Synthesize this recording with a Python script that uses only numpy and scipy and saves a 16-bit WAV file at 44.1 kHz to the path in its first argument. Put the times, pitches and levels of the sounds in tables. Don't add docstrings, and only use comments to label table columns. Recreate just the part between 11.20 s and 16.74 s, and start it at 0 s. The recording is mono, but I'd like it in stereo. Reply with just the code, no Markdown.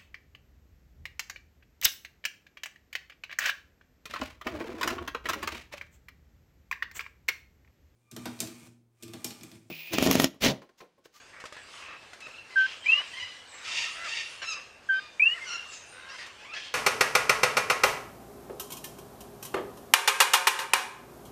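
import sys
import numpy as np
from scipy import signal
from scipy.fft import rfft, irfft, next_fast_len
from scipy.io import wavfile
from scipy.ndimage import uniform_filter1d, map_coordinates

SR = 44100
rng = np.random.default_rng(int(sys.argv[2]) if len(sys.argv) > 2 else 0)


def persist_wave(psi):
    counts = np.round(np.clip(psi, -1, 1) * 32767).astype(np.int16)
    wavfile.write(sys.argv[1], SR, np.atleast_2d(counts).T)


N = 244314

# f/Hz, left-right correlation
STEREO_LIKENESS = [(60, 1), (150, 0.46), (600, 0.7), (1500, 0.14), (8000, 0.59)]
# f/Hz, t60/s
TREE_DECAY = [(200, 0.33), (1200, 0.49), (2000, .7), (2780, 1.25), (4000, .75), (6000, 0.72), (12000, 0.2)]
# f/Hz, level/dB
HISS_EQ = [(15, -22), (25, -16), (81, -2.5), (180, -8), (539, -2), (1450, -7), (1610, 1.5), (1990, -8.5),
           (2530, -10), (3310, -35.5), (4810, -16.5), (8200, -34), (11000, -33), (13600, -35),
           (14800, -60.5)]
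# f/Hz, level/dB
CHATTER_EQ = [(200, -33), (550, -13), (1250, 2), (2100, -2), (2650, 3), (3200, -0.5), (5500, -6),
              (8500, -11.5), (12000, -33)]
# t/s, level/dB
CHATTER_RIDE = [(0, -53.5), (.3, -58), (.5, -48), (.85, -52.5), (1.25, -54), (1.901, -48.5), (2.249, -51.5),
                (2.55, -43), (2.8, -42), (3.151, -48.5), (3.602, -58), (3.999, -53.5), (4.3, -44.5),
                (4.7, -53), (5.051, -45.5), (5.2, -50.5), (5.54, -63.5)]
# t/s, left minus right/dB
FLOCK_PAN = [(0, -4.5), (1.201, -3), (2, -3), (2.6, -2), (3, -3), (3.25, 0), (4.3, -0.7), (4.9, -0.6),
             (5.4, 0)]
# f/Hz, level/dB
THROAT_EQ = [(300, -14), (550, -2), (900, -3), (1300, 0.5), (2000, 5.5), (2750, 6), (3500, 2), (5000, 1.5),
             (6800, -9), (8500, -19), (11000, -33), (15000, -47.5)]
# t/s, length/s, pitch/Hz, level/dB, roughness, beak/Hz, brightness/(dB per octave)
SQUAWKS = [ (0.124, 0.12, 1138, -50, 0.92, 2500, -38), (0.341, 0.07, 845, -48, 0.87, 1600, -5),
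           (0.614, 0.12, 1302, -47, 0.74, 2540, -4), (1.299, 0.048, 1029, -47, 0.5, 2360, -5),
           (1.359, 0.19, 1050, -42.5, 0.92, 2930, 0), (1.632, 0.19, 1017, -40, 0.74, 2450, -1.5),
           (1.933, 0.031, 990, -41, 0.2, 2070, -10), (1.96, 0.036, 1061, -41, 0.4, 2160, 1),
           (1.995, 0.0506, 991, -36, 0.35, 2680, -1), (2.052, 0.14, 1000, -53, 0.52, 3950, 4),
           (2.466, 0.08, 1320, -44, 0.5, 1320, 1), (2.618, 0.11, 1310, -51, 0.39, 1300, -20),
           (3.717, 0.17, 1230, -47, 0.6, 4500, -5.5), (4.517, 0.034, 1280, -44.5, 0.72, 2370, 5.5),
           (4.981, 0.056, 946, -41, 0.92, 1890, 0), (5.332, 0.061, 865.5, -38, 0.88, 1800, 1),
           (5.386, 0.11, 1067, -44, 0.93, 3230, 5)]
# t/s, level/dB, knock trim/dB
DROPS = [(0.202, -37.5, -24), (0.24, -40.5, -8.5), (0.255, -33.5, -18), (0.3247, -37, -15.5),
         (0.3668, -41.5, -15), (0.933, -38.5, -16.5), (1.004, -37, -28.5), (1.0684, -44, -10.5),
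         (1.0831, -41, -16.5), (5.0631, -36.5, -23)]
# f/Hz, level/dB
SPLASH_EQ = [(300, -52), (2000, 5.5), (3500, 1), (8000, -8), (14000, -29)]
# f/Hz, level/dB, t60/s
LEAF_MODES = [(590, 0, 0.06), (1220, 7, 0.03), (1700, 2, 0.04)]
# t/s, length/s, start/Hz, end/Hz, level/dB
LISPS = [(0.371, 0.034, 8460, 7450, -40), (1.583, 0.19, 8430, 5400, -43), (2.267, 0.086, 8140, 7400, -35.5),
         (2.687, 0.063, 8850, 8940, -39.5), (3.006, 0.14, 9900, 9470, -46.5),
         (4.468, 0.093, 8270, 5980, -32.5), (4.653, 0.084, 9040, 8790, -39)]
# t/s, length/s, start/Hz, held pitch/Hz, drop as a share of it, level/dB, roughness, beak/Hz
WAILS = [(0.528, .24, 560, 633, 0.27, -46, 1.15, 1160), (1.691, 0.13, 643, 586, 0.51, -41, 0.25, 1200),
         (2.754, 0.13, 648, 683, 0.11, -37.5, 0.38, 1580),
         (3.302, 0.1, 577.5, 596.7, 0.17, -44.5, 0.85, 1180),
         (4.038, .165, 537.6, 685.5, 0.33, -40.5, 0.27, 1900),
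         (4.724, 0.24, 494.6, 544.6, 0.094, -44.5, 0.55, 1390)]
# t/s, length/s, start/Hz, end/Hz, level/dB, roughness, beak/Hz, brightness/(dB per octave)
WHOOPS = [(1.013, 0.066, 1275, 1300, -44.5, 0.31, 2660, -3),
          (1.091, 0.12, 1315, 1355, -47.5, 0.48, 2710, -2), (2.308, .22, 930, 1350, -50, 0.92, 2560, -36),
          (4.883, 0.094, 815, 1053, -47, 0.32, 5000, -1)]
# t/s, attack/s, level/dB, opening accent/dB, second harmonic/dB
FROG_WHISTLES = [(1.357, 0.013, -13, 0, -27), (3.688, 0.01, -17.5, 3, -22)]
# t/s, length/s, opening trim/dB, level/dB
FROG_SWEEPS = [(1.659, 0.153, -12.5, -16), (3.996, 0.147, -4.5, -17)]
# t/s, length/s, pitch/Hz, level/dB
HIGH_TONES = [(1.378, 0.045, 3170, -40), (1.385, 0.034, 2950, -44), (1.617, 0.058, 3150, -47),
              (1.693, 0.04, 3175, -40), (1.928, 0.05, 3130, -44), (1.997, 0.068, 2925, -44),
              (4.204, 0.046, 2128, -38.5), (4.258, 0.056, 2150, -48.5), (4.718, 0.15, 3733, -61.5)]
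# t/s, level/dB
BUMPS = [(2.021, -49), (2.463, -58)]
# t/s, length/s, pitch/Hz, level/dB, swell/dB, roughness, brightness/(dB per octave)
SCREECHES = [(2.436, 0.23, 940, -31, 7.5, 0.82, 0.3), (2.83, .2, 930, -33.6, 6, 0.74, -0.6)]
# f/Hz, level/dB
GAPE_EQ = [(300, -26.5), (600, -22), (950, -17.5), (1300, -22), (1520, -24), (1850, -7.5), (2300, -1.5),
           (2800, -3.5), (3250, -6.5), (3600, -7.5), (4150, -13.5), (4750, -6), (5500, -12), (6900, -14.5),
           (8500, -25.5), (11000, -40), (15000, -61)]
# t/s, pitch/Hz, level/dB, roughness
YELPS = [
    [(3.217, 1439, -37, 0.45), (3.24, 1365, -39, 0.22), (3.271, 1290, -38.5, 0.18),
     (3.287, 1325, -35.5, 0.14), (3.305, 1290, -35, 0.18), (3.321, 1250, -32.5, 0.25),
     (3.333, 1235, -35, 0.68), (3.35, 1270, -40.5, 0.65)],
    [(4.235, 1780, -49, 0.3), (4.25, 1583, -44, 0.35), (4.278, 1455, -37.5, 0.3), (4.292, 1449, -37, 0.34),
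     (4.308, 1420, -37.5, 0.38), (4.335, 1420, -34.5, 0.38), (4.352, 1390, -35.5, 0.3),
     (4.372, 1385, -38, 0.27)],
]
# beak/Hz, beak gain/dB, brightness/(dB per octave), opening rasp/dB
YELP_COLOURS = [(6200, 9, 3, -34.5), (6140, 13, -4, -58)]
# f/Hz, level/dB
YELP_WINDPIPE = [(1000, 0), (1270, 5), (1450, 0), (2300, 0), (2650, 6), (3200, -1), (4300, 2), (5000, 0)]
# t/s, pitch/Hz, level/dB, roughness
CLIMB = [(5.18, 820, -55, .3), (5.23, 860, -52, .3), (5.258, 1110, -45, .35), (5.292, 1150, -48, .45),
         (5.32, 1300, -42, .32), (5.352, 1340, -42, .4), (5.366, 1610, -37, .2), (5.388, 1670, -39, .3)]
# f/Hz, level/dB
CLIMB_WINDPIPE = [(850, 13), (1150, 5), (1600, -3), (2300, 0), (2700, -1), (3250, 4), (3900, -3)]

TOP_HZ = 14850


def amp(db):
    return 10 ** (np.asarray(db) / 20)


def unit(x):
    return x / np.sqrt(np.mean(x ** 2) + 1e-20)


def along(points, hz):
    f, v = np.transpose(points)
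    return np.interp(np.log(hz + 1), np.log(f + 1), v)


def progress(length):
    return np.linspace(0, 1, int(length * SR))


def noise(n):
    return rng.standard_normal(SR)[:n]


def wobble(rate, n):
    return map_coordinates(rng.standard_normal(size=4096), [np.arange(n) * rate / SR], mode="wrap")


def fade(n, rise, fall):
    t = np.arange(n) / SR
    fade_in = np.sin(np.pi / 2 * np.clip(t / rise, 0, 1))
    return fade_in * np.sin(np.pi / 2 * np.clip(t[::-1] / fall, 0, 1))


def filtered(x, response):
    n = x.shape[-1]
    m = next_fast_len(n + SR // 20)
    return irfft(rfft(x, m) * response(np.fft.rfftfreq(m, 1 / SR)), m)[..., :n]


def eq(x, curve):
    return filtered(x, lambda hz: amp(along(curve, hz)))


def add(track, s, sound):
    part = track[..., max(round(s * SR), 0):][..., :sound.shape[-1]]
    part += sound[..., :part.shape[-1]]


def panned(x, lean_db):
    return np.array([x * amp(lean_db / 2), x * amp(-lean_db / 2)]) / np.cosh(lean_db * np.log(10) / 40)


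def placed(x, lean_db, lead_s):
    ears = np.array([[1], [-1]])
    return filtered(panned(x, lean_db), lambda hz: np.exp(1j * np.pi * hz * lead_s * ears))


def flock_pan(pair):
    lean_db = np.interp(np.arange(N) / SR, *np.transpose(FLOCK_PAN))
    return pair * panned(np.ones(N), lean_db)


def spread(pair):
    turn = lambda hz: np.arccos(np.clip(along(STEREO_LIKENESS, hz), -1, 1)) / 2
    mid, side = filtered(pair, lambda hz: np.array([np.cos(turn(hz)), np.sin(turn(hz))]))
    return np.array([mid + side, mid - side])


def scatter(x, shorten=1):
    hz, t, bands = signal.stft(rng.standard_normal((2, SR)), SR, nperseg=256)
    decay = amp(-60 * t * shorten / along(TREE_DECAY, hz)[:, None])
    tail = spread(signal.istft(bands * decay, SR, nperseg=256)[1])
    predelayed = np.pad(x, (SR // 250, 0))[None]
    return signal.fftconvolve(predelayed, tail / np.linalg.norm(tail[0]), axes=1)[:, :N]


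def forest():
    hiss = unit(eq(spread(rng.standard_normal((2, N))), HISS_EQ))
    breeze = amp(-55.5 + 0.8 * wobble(3, N))
    bands = signal.stft(rng.standard_normal((2, N)), nperseg=512)[2]
    patches = uniform_filter1d(rng.standard_normal(bands.shape[1:]), size=3, axis=0)
    patches = unit(uniform_filter1d(patches, size=14, axis=1))
    babble = signal.istft(bands * amp(3.5 * patches), nperseg=512)[1][:, :N]
    chatter = unit(eq(spread(babble), CHATTER_EQ))
    ride_db = np.interp(np.arange(N) / SR, *np.transpose(CHATTER_RIDE)) + 2.06 * wobble(9.8, N)
    return breeze * hiss * amp([[-1.2], [1.2]]) + flock_pan(amp(ride_db) * chatter)


def syrinx(pitch, rough, jitter=0.0311, waver=0.01004, rasp_db=1.5, shimmer_db=3):
    n, rough = len(pitch), np.clip(rough, 0, 1)
    unsteady = 1 + jitter * rough * wobble(700, n) + waver * wobble(88.36, n)
    phase = 2 * np.pi * np.cumsum(pitch * unsteady) / SR
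    orders = np.arange(1, int(TOP_HZ / pitch.max()) + 1)[:, None]
    shimmer = amp(shimmer_db * wobble(69.54, n * len(orders))).reshape(-1, n)
    buzz = unit(np.sum(shimmer * np.cos(orders * (phase + orders)), axis=0))
    chaos = unit(noise(n) * (1 + np.cos(phase)))
    return (np.sqrt(1 - rough ** 2) * buzz + rough * chaos) * amp(rasp_db * rough * wobble(185.8, n))


def throat(source, beak_hz, bright_db, beak_db=7, octaves=0.28):
    beak = lambda hz: beak_db * np.exp(-(np.log2((hz + 1) / beak_hz) / octaves) ** 2)
    tilt = lambda hz: bright_db * np.log2(np.maximum(hz, 1900) / 1900)
    return unit(filtered(source, lambda hz: amp(along(THROAT_EQ, hz) + beak(hz) + tilt(hz))))


def voice(pitch, rough, beak_hz, bright_db):
    return throat(syrinx(pitch, rough), beak_hz, bright_db)


def squawks(droop=0.042):
    track = np.zeros(N)
    for s, length, hz, db, rough, beak_hz, bright_db in SQUAWKS:
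        u = progress(length)
        pitch = hz * (1 - droop * (2 * u - 1) ** 2)
        gate = fade(len(u), 0.15 * length, 0.22 * length)
        add(track, s, amp(db) * gate * voice(pitch, rough, beak_hz, bright_db))
    return track


def drops():
    taps, t = np.zeros(N), np.arange(SR // 8) / SR
    for s, db, knock_db in DROPS:
        splash = unit(eq(noise(len(t)), SPLASH_EQ)) * amp(-60 * t / 0.1)
        tuning = np.exp(0.1 * rng.standard_normal())
        knock = sum(amp(level - 60 * t / t60) * np.sin(2 * np.pi * hz * tuning * t)
                    for hz, level, t60 in LEAF_MODES)
        add(taps, s, amp(db - 7.5) * (splash + amp(knock_db + 15) * knock))
    return panned(taps, lean_db=-3) + amp(-10) * scatter(taps, shorten=3)


def small_birds(tremble=0.022):
    notes = np.zeros(N)
    for s, length, start, end, db in LISPS:
        n = int(length * SR)
        pitch = np.geomspace(start, end, n) * (1 + tremble * wobble(900, n))
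        tone = unit(np.sin(2 * np.pi * np.cumsum(pitch) / SR))
        add(notes, s, amp(db) * fade(n, 0.032, 0.0039) * tone)
    return amp(-27) * notes + amp(-16.5) * scatter(notes)


def wails(hold_s=0.012, drop_s=0.036, swell_db=7, growl_hz=83.6, growl_depth=0.88):
    track = np.zeros(N)
    for s, length, start, held, drop, db, rough, beak_hz in WAILS:
        t, turn = length * progress(length), length - drop_s
        before = np.clip(1 - t / (turn - hold_s), 0, 1)
        after = np.sin(np.pi / 2 * np.clip((t - turn) / drop_s, 0, 1)) ** 2
        rattle = np.sin(2 * np.pi * growl_hz * t + wobble(40, len(t)))
        growl = 1 + growl_depth * np.sqrt(before) * rattle
        pitch = held * (1 - drop * after) + (start - held) * before
        source = growl * syrinx(pitch, rough)
        second_harmonic = unit(np.sin(4 * np.pi * np.cumsum(pitch) / SR))
        core = amp(-4.5) * np.clip(1 - rough, 0, 1) ** 2 * growl * second_harmonic
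        wide = throat(source, beak_hz, bright_db=-10.5, beak_db=12.5, octaves=0.25)
        closing = throat(source, beak_hz * (1 - drop), bright_db=-18, beak_db=6, octaves=0.6)
        level = amp(db - swell_db * np.sqrt(before) - 1.4 * after) * fade(len(t), 0.0072, 0.00087)
        add(track, s, level * ((1 - after) * wide + after * closing + core))
    return track


def hoarse(pitch, rough, depth=0.075, rate_hz=330):
    return pitch * (1 + depth * rough * wobble(rate_hz, len(pitch)))


def whoops():
    track = np.zeros(N)
    for s, length, start, end, db, rough, beak_hz, bright_db in WHOOPS:
        u = progress(length)
        pitch = end - (end - start) * (1 - u) ** 2.1
        gate = fade(len(u), length / 5, length / 5)
        add(track, s, amp(db) * gate * voice(hoarse(pitch, rough), rough, beak_hz, bright_db))
    return track


def vocal_sac(pitch, attack_s, sag_db_per_s, flutter_db, second_db, third_db):
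    n, phase = len(pitch), 2 * np.pi * np.cumsum(pitch) / SR
    t = np.arange(n) / SR
    fundamental = amp(-sag_db_per_s * t) * np.sin(phase)
    tone = fundamental + amp(second_db) * np.sin(2 * phase) + amp(third_db) * np.sin(3 * phase)
    flutter = unit(amp(flutter_db * np.tanh(wobble(133.3, n))))
    return (1 - np.exp(-t / attack_s)) * np.sqrt(2) * tone * flutter * fade(n, 0.0014, 0.005)


def frog_whistles(hz=1541, length_s=0.11, accent_s=0.013):
    track, t = np.zeros((2, N)), length_s * progress(length_s)
    pitch = hz + 65 * np.exp(-t / 0.0199) + 55 * np.exp((t - length_s) / 0.011)
    accent = np.exp(-(2 * (t / accent_s - 1)) ** 2)
    for s, attack_s, db, accent_db, second_db in FROG_WHISTLES:
        note = vocal_sac(pitch, attack_s, sag_db_per_s=117.5, flutter_db=1,
                         second_db=second_db, third_db=second_db - 18.5)
        add(track, s, placed(amp(db + accent_db * accent) * note, lean_db=-3.7, lead_s=9.5e-5))
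    return track


def frog_sweeps(from_hz=2295, toward_hz=3046, glide_s=0.076, opening_s=0.025):
    track = np.zeros((2, N))
    for s, length, opening_db, db in FROG_SWEEPS:
        t = length * progress(length)
        pitch = toward_hz - (toward_hz - from_hz) * np.exp(-t / glide_s)
        note = vocal_sac(pitch, 0.0006, sag_db_per_s=80, flutter_db=2.6, second_db=-54, third_db=-47)
        opening = np.clip((opening_s - t) / 0.0054 + 1, 0, 1)
        add(track, s, placed(amp(db + opening_db * opening) * note, lean_db=-4, lead_s=-4.5e-5))
    return track


def frog():
    whistles, sweeps = frog_whistles(), frog_sweeps()
    leaf_send = (amp(-14) * whistles + amp(-5) * sweeps).mean(axis=0)
    tree_send = (amp(-4) * whistles + sweeps).mean(axis=0)
    leaves = np.array([scatter(leaf_send, shorten=14)[side] for side in range(2)])
    return whistles + sweeps + leaves + amp(-27) * scatter(tree_send, shorten=1.3)


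def high_tones():
    track = np.zeros(N)
    for s, length, hz, db in HIGH_TONES:
        n = int(length * SR)
        note = voice(np.full(n, hz), rough=0, beak_hz=hz, bright_db=-32.5)
        add(track, s, amp(db) * fade(n, 0.014, 0.027) * note)
    return track


def bumps(hz=95.5, t60=0.16):
    track, t = np.zeros(N), np.arange(SR // 4) / SR
    for s, db in BUMPS:
        add(track, s, amp(db - 60 * t / t60) * fade(len(t), 0.0087, 0.02) * np.sin(2 * np.pi * hz * t))
    return track


def screeches(peak_share=0.66, catch_s=0.08, rise_per_db=0.006):
    track = np.zeros(N)
    for s, length, hz, db, swell_db, rough, bright_db in SCREECHES:
        u = progress(length)
        effort_db = -swell_db * np.abs(u - peak_share) / peak_share
        pitch = hz * np.exp(rise_per_db * (effort_db - effort_db.max()))
        rasp = rough + (1 - rough) * np.exp(-(u * length / catch_s) ** 2)
        gape = lambda f: amp(along(GAPE_EQ, f) + bright_db * np.log2(1 + f / 945))
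        call = unit(filtered(syrinx(pitch, rasp), gape))
        add(track, s, amp(db + effort_db) * fade(len(u), 0.022, 0.011) * call)
    return track


def cry(rows, beak_hz, beak_db, bright_db, windpipe):
    times, *columns = np.transpose(rows)
    t = np.arange(times[0], times[-1], 1 / SR)
    pitch, db, rough = [np.interp(t, times, column) for column in columns]
    source = eq(syrinx(hoarse(pitch, rough), rough), windpipe)
    return amp(db) * fade(len(t), 0.0059, 0.013) * throat(source, beak_hz, bright_db, beak_db)


def yelps(rasp_s=0.045, rasp_hz=589):
    track, n = np.zeros(N), int(rasp_s * SR)
    for rows, (beak_hz, beak_db, bright_db, rasp_db) in zip(YELPS, YELP_COLOURS):
        s = rows[0][0]
        add(track, s, cry(rows, beak_hz, beak_db, bright_db, YELP_WINDPIPE))
        rasp = voice(np.full(n, rasp_hz), rough=0.96, beak_hz=1400, bright_db=-7)
        add(track, s, amp(rasp_db) * fade(n, 0.005, rasp_s) * rasp)
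    return track


def climb():
    track = np.zeros(N)
    add(track, CLIMB[0][0], cry(CLIMB, beak_hz=2500, beak_db=10, bright_db=-3, windpipe=CLIMB_WINDPIPE))
    return track


def parrots(ring_hz=2740):
    yelping = yelps()
    far = squawks() + high_tones() + screeches()
    near = whoops() + wails() + climb()
    direct = placed(amp(-2) * far + amp(-1) * (near + yelping), lean_db=-1, lead_s=-2e-5)
    cage = scatter(far + amp(-5) * near + amp(-2) * yelping, shorten=2.6)
    trees = scatter(far + amp(-2) * near + amp(-6) * yelping)
    yelp_band = filtered(yelping, lambda hz: np.exp(-(np.log2((hz + 1) / ring_hz) / 0.2) ** 2))
    ring = scatter(yelp_band, shorten=1.8)
    return flock_pan(direct + amp(-6.5) * cage + amp(-8) * trees + amp(-5) * ring)


def scene():
    return parrots() + frog() + small_birds() + drops() + bumps() + forest()


def record(dry):
    return filtered(dry, lambda hz: hz < TOP_HZ)


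dry = scene()
out = record(dry)
persist_wave(out)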